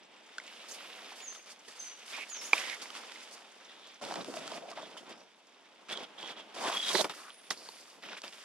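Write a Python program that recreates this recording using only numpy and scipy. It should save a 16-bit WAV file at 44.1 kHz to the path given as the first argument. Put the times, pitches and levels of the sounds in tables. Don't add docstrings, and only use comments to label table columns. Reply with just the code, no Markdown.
import sys
import numpy as np
from scipy import signal
from scipy.fft import rfft, irfft
from scipy.io import wavfile

SR = 44100
rng = np.random.default_rng(int(sys.argv[2]) if len(sys.argv) > 2 else 0)


def dump_mix(stems):
    frames = np.atleast_2d(stems).T
    limited = np.clip(frames, -1, 1)
    pcm = np.round(limited * 32767).astype(np.int16)
    wavfile.write(sys.argv[1], SR, pcm)


N = 372204
TIME_S = np.arange(N) / SR
PAN = np.array([[.5], [-.5]])


def from_db(db):
    return 10 ** (np.asarray(db) / 20)


def unit_rms(x):
    return x / np.sqrt(np.mean(x ** 2) + 1e-20)


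def in_time(rows):
    time_s, *columns = np.transpose(rows)
    return [np.interp(TIME_S, time_s, column) for column in columns]


def drift(corner_hz):
    pole = np.exp(-2 * np.pi * corner_hz / (SR / 10))
    slow = signal.lfilter([1], [1, -2 * pole, pole * pole], rng.standard_normal(N // 10 + 4002))[4000:]
    return np.interp(np.arange(N) / 10, np.arange(len(slow)), unit_rms(slow))


def colour(x, spectrum):
    hz, level_db = np.transpose(spectrum)
    grid_hz = np.maximum(np.arange(1025) * SR / 2048, 1)
    gain = from_db(np.interp(np.log(grid_hz), np.log(hz), level_db))
    cepstrum = irfft(np.log(gain))
    cepstrum[1:1024] *= 2
    cepstrum[1025:] = 0
    response = irfft(np.exp(rfft(cepstrum)))
    return unit_rms(signal.oaconvolve(x, response[None], axes=1)[:, :N])


def roll_off(x, kind, corner_hz, order=2):
    return signal.sosfilt(signal.butter(order, corner_hz, kind, fs=SR, output="sos"), x)


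def ring(x, hz, width_hz):
    r = np.exp(-np.pi * width_hz / SR)
    feedback = [1, -2 * r * np.cos(2 * np.pi * hz / SR), r * r]
    return signal.lfilter([(1 - r * r) / 2, 0, (r * r - 1) / 2], feedback, x)


def band(x, hz, width_hz):
    return ring(ring(x, hz, width_hz), hz, width_hz)


def stereo(mid, side, correlation):
    return np.sqrt(1 + correlation) * mid + np.sqrt(1 - correlation) * side * [[1], [-1]]


def noise(samples=N):
    return rng.standard_normal((2, samples))


# frequency_hz, relative_db
AIR_SPECTRUM = [(100, -70), (201, -1.5), (627, -2.5), (791, -1), (861, 3), (1130, -5), (3390, -3),
                (3930, -12), (9950, -30), (15500, -49)]
def air(level_db=-66):
    hiss = colour(stereo(*noise(), correlation=.53), AIR_SPECTRUM)
    return hiss * from_db(level_db + 4.5 * drift(.45))


def cricket(pitch_hz=7640, chirps_per_s=16.7, first_peak_s=.06, end_s=.95, level_db=-74):
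    chirps = np.clip(np.cos(2 * np.pi * chirps_per_s * (TIME_S - first_peak_s)), 0, 1) * (TIME_S < end_s)
    return unit_rms(band(noise(), pitch_hz, 400)) * chirps * from_db(level_db)


def insect(pitch_hz=9660, start_s=7.09, end_s=7.84, fade_s=.06, level_db=-68):
    envelope = np.clip(np.minimum(TIME_S - start_s, end_s - TIME_S) / fade_s, 0, 1)
    buzz = band(noise(), pitch_hz, 260)
    parted = (TIME_S > 7.285) & (TIME_S < 7.42)
    buzz *= np.where(parted, 2 * np.cos(2 * np.pi * 300 * TIME_S), 1)
    throb_db = 2.5 * drift(25)
    return unit_rms(stereo(*buzz, correlation=.25)) * from_db(level_db + throb_db) * envelope


# time_s, pitch_hz, level_db
BIRD_WHISTLES = [
    [(1.205, 5800, -75), (1.222, 7080, -53), (1.25, 6650, -52), (1.285, 6230, -45), (1.31, 6190, -52)],
    [(1.785, 6330, -60), (1.8, 6250, -44), (1.816, 6050, -49), (1.833, 6290, -43), (1.852, 6070, -51),
     (1.9, 6050, -57)],
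    [(2.288, 6300, -71), (2.3, 7000, -50), (2.35, 6150, -45), (2.395, 5400, -54), (2.42, 5320, -55),
     (2.44, 5900, -49), (2.46, 7000, -47), (2.47, 7050, -60)],
]
# time_s, pitch_hz, level_db
DISTANT_WHISTLE = [(5.12, 4750, -76), (5.15, 5150, -73), (5.19, 5650, -73), (5.22, 6050, -80)]
def bird(t60_s=.5):
    direct = np.zeros(N)
    flutter_db = 3.1 * drift(42)
    for rows in [*BIRD_WHISTLES, DISTANT_WHISTLE]:
        pitch_hz, level_db = in_time(rows)
        edges = np.clip(np.minimum(TIME_S - rows[0][0], rows[-1][0] - TIME_S) / .0074, 0, 1)
        tone = np.sqrt(2) * np.sin(2 * np.pi * np.cumsum(pitch_hz) / SR)
        direct += tone * edges * from_db(level_db + flutter_db)
    tail = noise(22000) * from_db(-60 * TIME_S[:22000] / t60_s)
    echoes = signal.oaconvolve(direct[None], tail, axes=1)[:, :N]
    return direct * from_db(-6 * PAN) + from_db(-30.5) * echoes


# start_s, ring_peak_db, ring_hz, knock_re_ring_db, crack_re_ring_db, pan_db
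TWIG_SNAPS = [(0.382, -29.5, 1504, -40, -2, -1), (0.399, -37, 2070, -14, -3, -1),
              (1.36, -46.5, 1250, -5, 4, -2), (1.684, -43, 1810, -9, -5, -3),
              (2.531, -8.5, 2360, -9, -31, -4), (2.579, -25.5, 2460, -11, -11, -4),
              (2.697, -30.5, 2300, -18, 2, -3), (2.73, -32, 2050, -14, -16, -8),
              (2.856, -39.5, 2060, -4, -10, -6), (2.903, -37, 3130, -3, 1, -5),
              (3.034, -45, 1250, -10, -10, -8), (3.119, -45.5, 2030, -2, 2, -14),
              (3.158, -41.5, 2090, -13, -13, -10), (4.013, -41.5, 590, 0, -3, -1),
              (4.05, -46, 4000, -10, 13, 0), (4.109, -37, 700, 6, -5, -0.5), (4.122, -36, 763, 6, 3, 4),
              (4.14, -42, 1380, 6, 14, -1), (4.156, -38, 1940, -2, 8.5, -3), (4.245, -48, 2500, 7, 15.5, 5),
              (4.281, -39, 634, -11, -15, 0), (4.339, -35.5, 690, -3, -1, 1), (4.367, -32, 633, -5, -20, 1),
              (4.477, -39, 1330, -12, 9, 2), (4.518, -39, 634, -4, 5, 1), (4.58, -40.5, 620, -5, -15, 0),
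              (4.622, -43, 640, -13, -15, 0), (4.715, -37.5, 684, 0, 0, -2), (4.772, -38, 650, -1, -19, 0),
              (4.828, -38.5, 630, 2, -15, 1), (4.967, -45.5, 1270, 8, -4, -1),
              (5.885, -45, 1300, -19, 1, -6), (5.973, -28.5, 3380, -19, -19, -7),
              (6.19, -40, 3280, -14, -11, -1), (6.202, -45, 3300, -14, -8, -2),
              (6.228, -33, 3180, -4, -1, -1), (6.889, -26.5, 3270, -13, -1, 4),
              (6.951, -23.5, 1970, 5, -10, -7.5), (7.009, -25.5, 3400, -9, -5, -19),
              (7.043, -32, 2320, 9, 0, 2), (7.051, -40.5, 1230, 15, -8, 0), (7.096, -41, 1310, 7, 12, 1),
              (7.303, -37.5, 3220, -13, -15, -2.5), (7.504, -32.5, 5200, -22, -20, -26),
              (7.507, -28.5, 1990, 5.5, 6, 0), (7.518, -34, 3860, -4, -12, -1),
              (7.688, -35, 4430, -2, -6, -2), (8.036, -43, 1320, 1, -6, -0.5),
              (8.087, -37.5, 2460, -1, -15, 0), (8.13, -37.5, 1460, 0.5, 1, 2),
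              (8.167, -38, 2360, -3, -19, 0), (8.218, -42, 4800, -7, 7, -1),
              (8.237, -36, 2660, -11, -18, 1), (8.279, -34.5, 4860, -22, -15, -6)]
def snaps(samples=4000, first_break=40):
    out, t = np.zeros((2, N + samples)), TIME_S[:samples]
    impulse = np.zeros((2, samples))
    impulse[:, first_break] = 1
    for start_s, peak_db, hz, knock_db, crack_db, pan_db in TWIG_SNAPS:
        thickness = from_db(.17 * (peak_db + 44))
        t60_s = .0085 * thickness
        fibres = stereo(*noise(samples), correlation=1) * (1 - np.exp(-8 * t / t60_s))
        fibres *= from_db(-60 * t / t60_s)
        fibres += 1.88 * np.abs(fibres).max() * impulse
        tone = ring(ring(impulse, hz, hz / 9), hz, hz / 3 / thickness ** 1.8)
        body = band(fibres, 3300, 3500)
        knock = ring(ring(fibres, 940, 530), 830, 610)
        thump = ring(ring(fibres, 440, 260), 440, 360)
        crack = band(fibres, 3200, 5400)
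        tone, body, knock, thump, crack = [p / np.abs(p).max() for p in (tone, body, knock, thump, crack)]
        impact = knock + from_db(-10) * thump
        snap = tone + from_db(-11) * body + from_db(knock_db) * impact + from_db(crack_db) * crack
        onset = round(start_s * SR)
        out[:, onset:onset + samples] += snap * from_db(peak_db + pan_db * PAN)
    return roll_off(out[:, :N], "low", 10500)


def grains(per_s, spread_db, smooth_db, correlation):
    sizes = from_db(spread_db * np.minimum(rng.exponential(1, (2, N)), 5)) * rng.choice([-1, 1], (2, N))
    breaks = unit_rms(sizes * (rng.random((2, N)) < per_s / SR))
    return stereo(*(breaks + from_db(smooth_db) * noise()), correlation)


def stick_slip(per_s, fade_s):
    slips = rng.uniform(.39, 1, N) * (rng.random(N) < per_s / SR)
    fading = np.tanh(signal.lfilter([1], [1, -np.exp(-1 / (fade_s * SR))], slips))
    return unit_rms(fading - fading.mean())


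# start_s, end_s, ring_hz, width_hz, level_db, pan_db
RESONANT_RASPS = [(0.435, 1.24, 2570, 1440, -55.5, -2.5), (0.709, 0.738, 6500, 1200, -49.5, -6),
                  (2.14, 2.253, 2350, 455, -46, -6.5), (2.556, 2.765, 2030, 350, -52.5, -20),
                  (2.947, 3.024, 1120, 298, -56, -6), (3.683, 3.95, 3460, 600, -60, 1),
                  (4.015, 4.111, 603, 160, -52.5, 0), (4.153, 4.21, 740, 260, -45, 0),
                  (4.278, 4.33, 335, 151, -45.5, -1), (4.347, 4.613, 617, 100, -53.5, 1),
                  (4.618, 4.734, 600, 130, -50, 0), (4.774, 4.826, 820, 300, -48.5, 0),
                  (4.81, 4.877, 3430, 400, -57, -6), (4.969, 5.008, 3150, 350, -54, -7),
                  (5.909, 5.951, 3470, 300, -43.5, -2), (5.948, 6.052, 3320, 300, -50.5, -5),
                  (6.177, 6.35, 3340, 350, -51, -6), (6.357, 6.433, 3290, 400, -55, -5),
                  (6.604, 6.756, 820, 392, -41, 0), (6.649, 6.71, 1050, 250, -46, 3),
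                  (6.73, 6.832, 3310, 130, -38, 1), (6.824, 6.922, 3300, 150, -39, 3),
                  (6.826, 6.936, 3790, 150, -41, -4), (6.895, 6.928, 1010, 200, -45, 2),
                  (6.942, 6.97, 432, 124, -32.5, 2), (6.991, 7.026, 500, 200, -32.5, -3),
                  (6.94, 7.024, 3900, 900, -36.5, -12.5), (7.172, 7.31, 1210, 505, -54.5, 1),
                  (7.523, 7.835, 4700, 1100, -58.5, -2)]
def rasps(wander_hz=30, attack_s=.003, release_s=.026):
    out = np.zeros((2, N))
    grit = grains(1500, spread_db=3.8, smooth_db=-2.5, correlation=.8)
    bumps_db = 3 * stick_slip(per_s=40, fade_s=.024)
    blend = np.pi / 4 * (1 + np.tanh(drift(18)))
    for start_s, end_s, hz, width_hz, level_db, pan_db in RESONANT_RASPS:
        span = slice(round(start_s * SR), min(round((end_s + .014) * SR), N))
        t = TIME_S[span]
        envelope = np.clip(np.minimum((t - start_s) / attack_s, (end_s - t) / release_s), 0, 1)
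        slips = grit[:, span] * envelope * from_db(bumps_db[span])
        modes = (np.cos(blend[span]), hz - wander_hz), (np.sin(blend[span]), hz + wander_hz)
        rung = sum(ring(ring(slips * share, mode_hz, width_hz), mode_hz, 2 * width_hz)
                   for share, mode_hz in modes)
        out[:, span] += unit_rms(rung) * from_db(level_db + pan_db * PAN)
    return out


def crumbs(per_s=160, decay_s=.007, quality=3):
    pitches_hz = np.geomspace(900, 6500, 12)
    breaks = from_db(4.9 * np.minimum(rng.exponential(1, N), 3.2)) * (rng.random(N) < per_s / SR)
    pitch_index = rng.integers(0, len(pitches_hz), N)
    grit = stereo(*noise(), correlation=1)
    out = np.zeros((2, N))
    for k, hz in enumerate(pitches_hz):
        bursts = signal.lfilter([1], [1, -np.exp(-1 / (decay_s * SR))], breaks * (pitch_index == k) + 1e-18)
        out += ring(ring(grit * bursts, hz, hz / quality), hz, hz) / np.sqrt(hz)
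    return unit_rms(out)


# frequency_hz, relative_db
CRUNCH_SPECTRUM = [(90, -57), (200, -4.5), (430, 0), (640, 2.5), (1100, -2.5), (1600, -7.5), (3000, -56.5),
                   (9000, -98)]
# frequency_hz, relative_db
RUMBLE_SPECTRUM = [(20, 1), (70, -27), (180, 6.5), (350, 6.5), (550, 2), (2000, -98)]
def litter_crunch(rumble_db):
    crunch = colour(grains(900, spread_db=2.8, smooth_db=4.7, correlation=.83), CRUNCH_SPECTRUM)
    rumble = colour(stereo(*noise(), correlation=.28), RUMBLE_SPECTRUM)
    return crunch + from_db(rumble_db) * rumble


# frequency_hz, relative_db
SCRAPE_SPECTRUM = [(500, -67), (1000, -1), (1600, 2.5), (2500, 4.5), (3700, 5), (4100, -3.5), (5500, -3),
                   (8000, -27), (15000, -94)]
# frequency_hz, relative_db
TICK_SPECTRUM = [(300, -25), (1000, 9), (4500, 23), (9000, -36), (12000, -61)]
def grit_scrape():
    grit = colour(grains(2500, spread_db=4.5, smooth_db=1, correlation=.71), SCRAPE_SPECTRUM)
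    ticks = colour(grains(45, spread_db=.87, smooth_db=-46, correlation=1), TICK_SPECTRUM)
    return grit + from_db(-17) * ticks + from_db(-7) * crumbs()


# frequency_hz, relative_db
BRUSH_SPECTRUM = [(3000, -32), (4500, 9.5), (6000, 6.5), (8000, 4), (10500, 2.5), (13500, -8.5),
                  (15600, -35)]
def grass_brush(treble_db, crossover_hz=10000):
    lower = colour(grains(5000, spread_db=4.4, smooth_db=.7, correlation=.3), BRUSH_SPECTRUM)
    upper = colour(grains(5000, spread_db=4.4, smooth_db=.7, correlation=.02), BRUSH_SPECTRUM)
    return (roll_off(lower, "low", crossover_hz) * from_db(1.3 * drift(45))
            + roll_off(upper, "high", crossover_hz) * from_db(treble_db + 2.5 * drift(8)))


def stroke_power(start_s, length_s, level_db, swell_db=0, attack_s=.007, release_s=.015):
    power = np.zeros(N)
    span = slice(round(start_s * SR), round((start_s + length_s + .2) * SR))
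    age_s = np.maximum(TIME_S[span] - start_s, 0)
    shape = np.minimum(age_s / attack_s, 1) * np.exp(-np.maximum(age_s - length_s, 0) / release_s)
    power[span] = (shape * from_db(level_db + swell_db * np.minimum(age_s / length_s, 1))) ** 2
    return power


# time_s, scrape_db, crunch_re_scrape_db, brush_re_scrape_db
BODY_SLIDE = [(0.0, -65.5, -2, -12), (0.3, -59.5, -5.5, -9.5), (0.45, -57, -2.5, -5), (1.0, -53, -2, -7),
              (1.25, -54, -6, -6), (1.5, -63.5, -3, -1), (1.59, -62.5, 0, -10), (1.7, -56.5, -8, -0.5),
              (2.05, -56, -7, -5.5), (2.8, -50.5, -7.5, -4), (3.4, -57.5, -3, -2.5),
              (3.45, -59.5, -3.5, -6.5), (3.93, -58.5, -4, -7.5), (4.0, -63.5, -3, -6),
              (4.6, -59.5, 2.5, -4), (5.22, -62.5, 4.5, -6), (5.28, -67, -2, -6.5), (6.5, -61, 2, -9),
              (7.4, -62, -3.5, -5.5), (7.6, -57.5, -2.5, 0), (7.92, -61.5, -2, 1.5), (8.0, -65.5, 3, -2),
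              (8.2, -66.5, 1, 1), (8.44, -53, -11, -2)]
# start_s, length_s, scrape_db, swell_db, crunch_re_scrape_db, brush_re_scrape_db
BODY_SHOVES = [(1.319, 0.033, -56, 3.5, -13, -1), (1.453, 0.072, -56.5, -0.5, -5, -3),
               (1.677, 0.024, -51, -14, 4, 4), (1.75, 0.13, -62.5, 4.5, -22, 3),
               (2.052, 0.06, -56.5, 6, -9, 1.5), (2.122, 0.1, -44, -3.5, -10, -7),
               (2.341, 0.024, -47.5, 4, -15, -14), (2.409, 0.089, -47, -6, -7.5, -2),
               (2.527, 0.22, -38, -8.5, -9, -5), (2.812, 0.015, -48.5, -1, -1, -12),
               (2.943, 0.027, -49.5, 0.5, -16, -1.5), (3.045, 0.014, -60.5, -9, 13.5, 4),
               (3.115, 0.12, -64.5, 11, -22, -1), (4.014, 0.21, -48.5, -2.5, 3, -2.5),
               (4.241, 0.15, -57, 6, 2, 0.5), (4.397, 0.18, -52.5, 4.5, -2, -4),
               (4.682, 0.07, -52.5, -10, -1, -19), (4.75, 0.21, -53, -9, -0.5, -9),
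               (4.966, 0.012, -54, 2, -3, -9), (5.051, 0.071, -62, 9, -2.5, -18),
               (5.885, 0.043, -46.5, 9.5, -5.5, -10), (5.95, 0.088, -53.5, 4, 3, -8.5),
               (6.177, 0.14, -54.5, 6, -0.5, -8.5), (6.362, 0.046, -54, -1, -0.5, -10),
               (6.539, 0.147, -51, 13.5, 0.5, -3.5), (6.688, 0.088, -45, 5.5, -5.5, -5.5),
               (6.768, 0.15, -50.5, 14, -8, -1), (6.926, 0.09, -41, 1.5, 2.5, 4.5),
               (7.038, 0.0067, -41.5, 6.5, 2.5, -6), (7.091, 0.022, -45.5, 1.5, -3, -7.5),
               (7.134, 0.16, -52.5, -6.5, -6.5, -1.5), (7.502, 0.052, -38, -24.5, -3, 3),
               (8.021, 0.13, -51, 2.5, -4, -15), (8.166, 0.011, -48.5, 0.5, -9, -5),
               (8.231, 0.063, -44.5, -10, -5.5, -7.5), (8.321, 0.026, -50.5, -0.5, -9, -6)]
# start_s, length_s, level_db
STEM_SWISHES = [(0.681, 0.071, -48.5), (1.153, 0.052, -55.5), (1.495, 0.025, -51), (1.8, 0.031, -56),
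                (2.281, 0.02, -51), (2.416, 0.015, -58), (2.815, 0.014, -44.5), (3.306, 0.035, -50.5),
                (4.351, 0.015, -46), (4.695, 0.013, -52.5), (4.969, 0.012, -49.5), (5.088, 0.02, -55),
                (7.784, 0.029, -63)]
def efforts():
    slide_db, crunch_db, brush_db = in_time(BODY_SLIDE)
    scrape, crunch, brush = from_db([slide_db, slide_db + crunch_db, slide_db + brush_db]) ** 2
    for start_s, length_s, level_db, swell_db, crunch_db, brush_db in BODY_SHOVES:
        scrape += stroke_power(start_s, length_s, level_db, swell_db)
        crunch += stroke_power(start_s, length_s, level_db + crunch_db, swell_db)
        brush += stroke_power(start_s, length_s, level_db + brush_db, swell_db)
    brush += sum(stroke_power(*swish) for swish in STEM_SWISHES)
    return np.sqrt([scrape, crunch, brush])


# time_s, pan_db, brush_treble_db, rumble_re_crunch_db
GROUND_PATH = [(0.0, -1, -17, -0.5), (0.77, -2, 1.5, -26), (1.86, -1, -13, -8), (2.49, -2.5, 2, -51),
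               (3.34, -1.5, -22, -20), (4.23, -3, -33, 0), (4.98, -1.5, -30, -6), (6.77, -2, -8, -11),
               (6.98, -4, -5, -7), (7.2, -1.5, -1, -6), (8.44, -1, -8, -8)]
def crawl():
    scrape_gain, crunch_gain, brush_gain = efforts()
    pan_db, treble_db, rumble_db = in_time(GROUND_PATH)
    crunch = litter_crunch(rumble_db) * crunch_gain
    scrape = grit_scrape() * scrape_gain
    brush = grass_brush(treble_db) * brush_gain
    return (crunch * from_db(1.78 * drift(60))
            + scrape * from_db(1.47 * drift(23.4) + pan_db * PAN)
            + brush * from_db(pan_db * PAN))


def scene(lag_samples=2):
    snake = crawl() + rasps() + snaps()
    snake[0] = np.roll(snake[0], lag_samples)
    return snake + bird() + insect() + cricket() + air()


def record(dry, bass_hz=110, stopband_hz=16004):
    thin = roll_off(dry, "high", bass_hz, order=1)
    return signal.sosfilt(signal.cheby2(16, 70, stopband_hz, fs=SR, output="sos"), thin)


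dry = scene()
out = record(dry)
dump_mix(out)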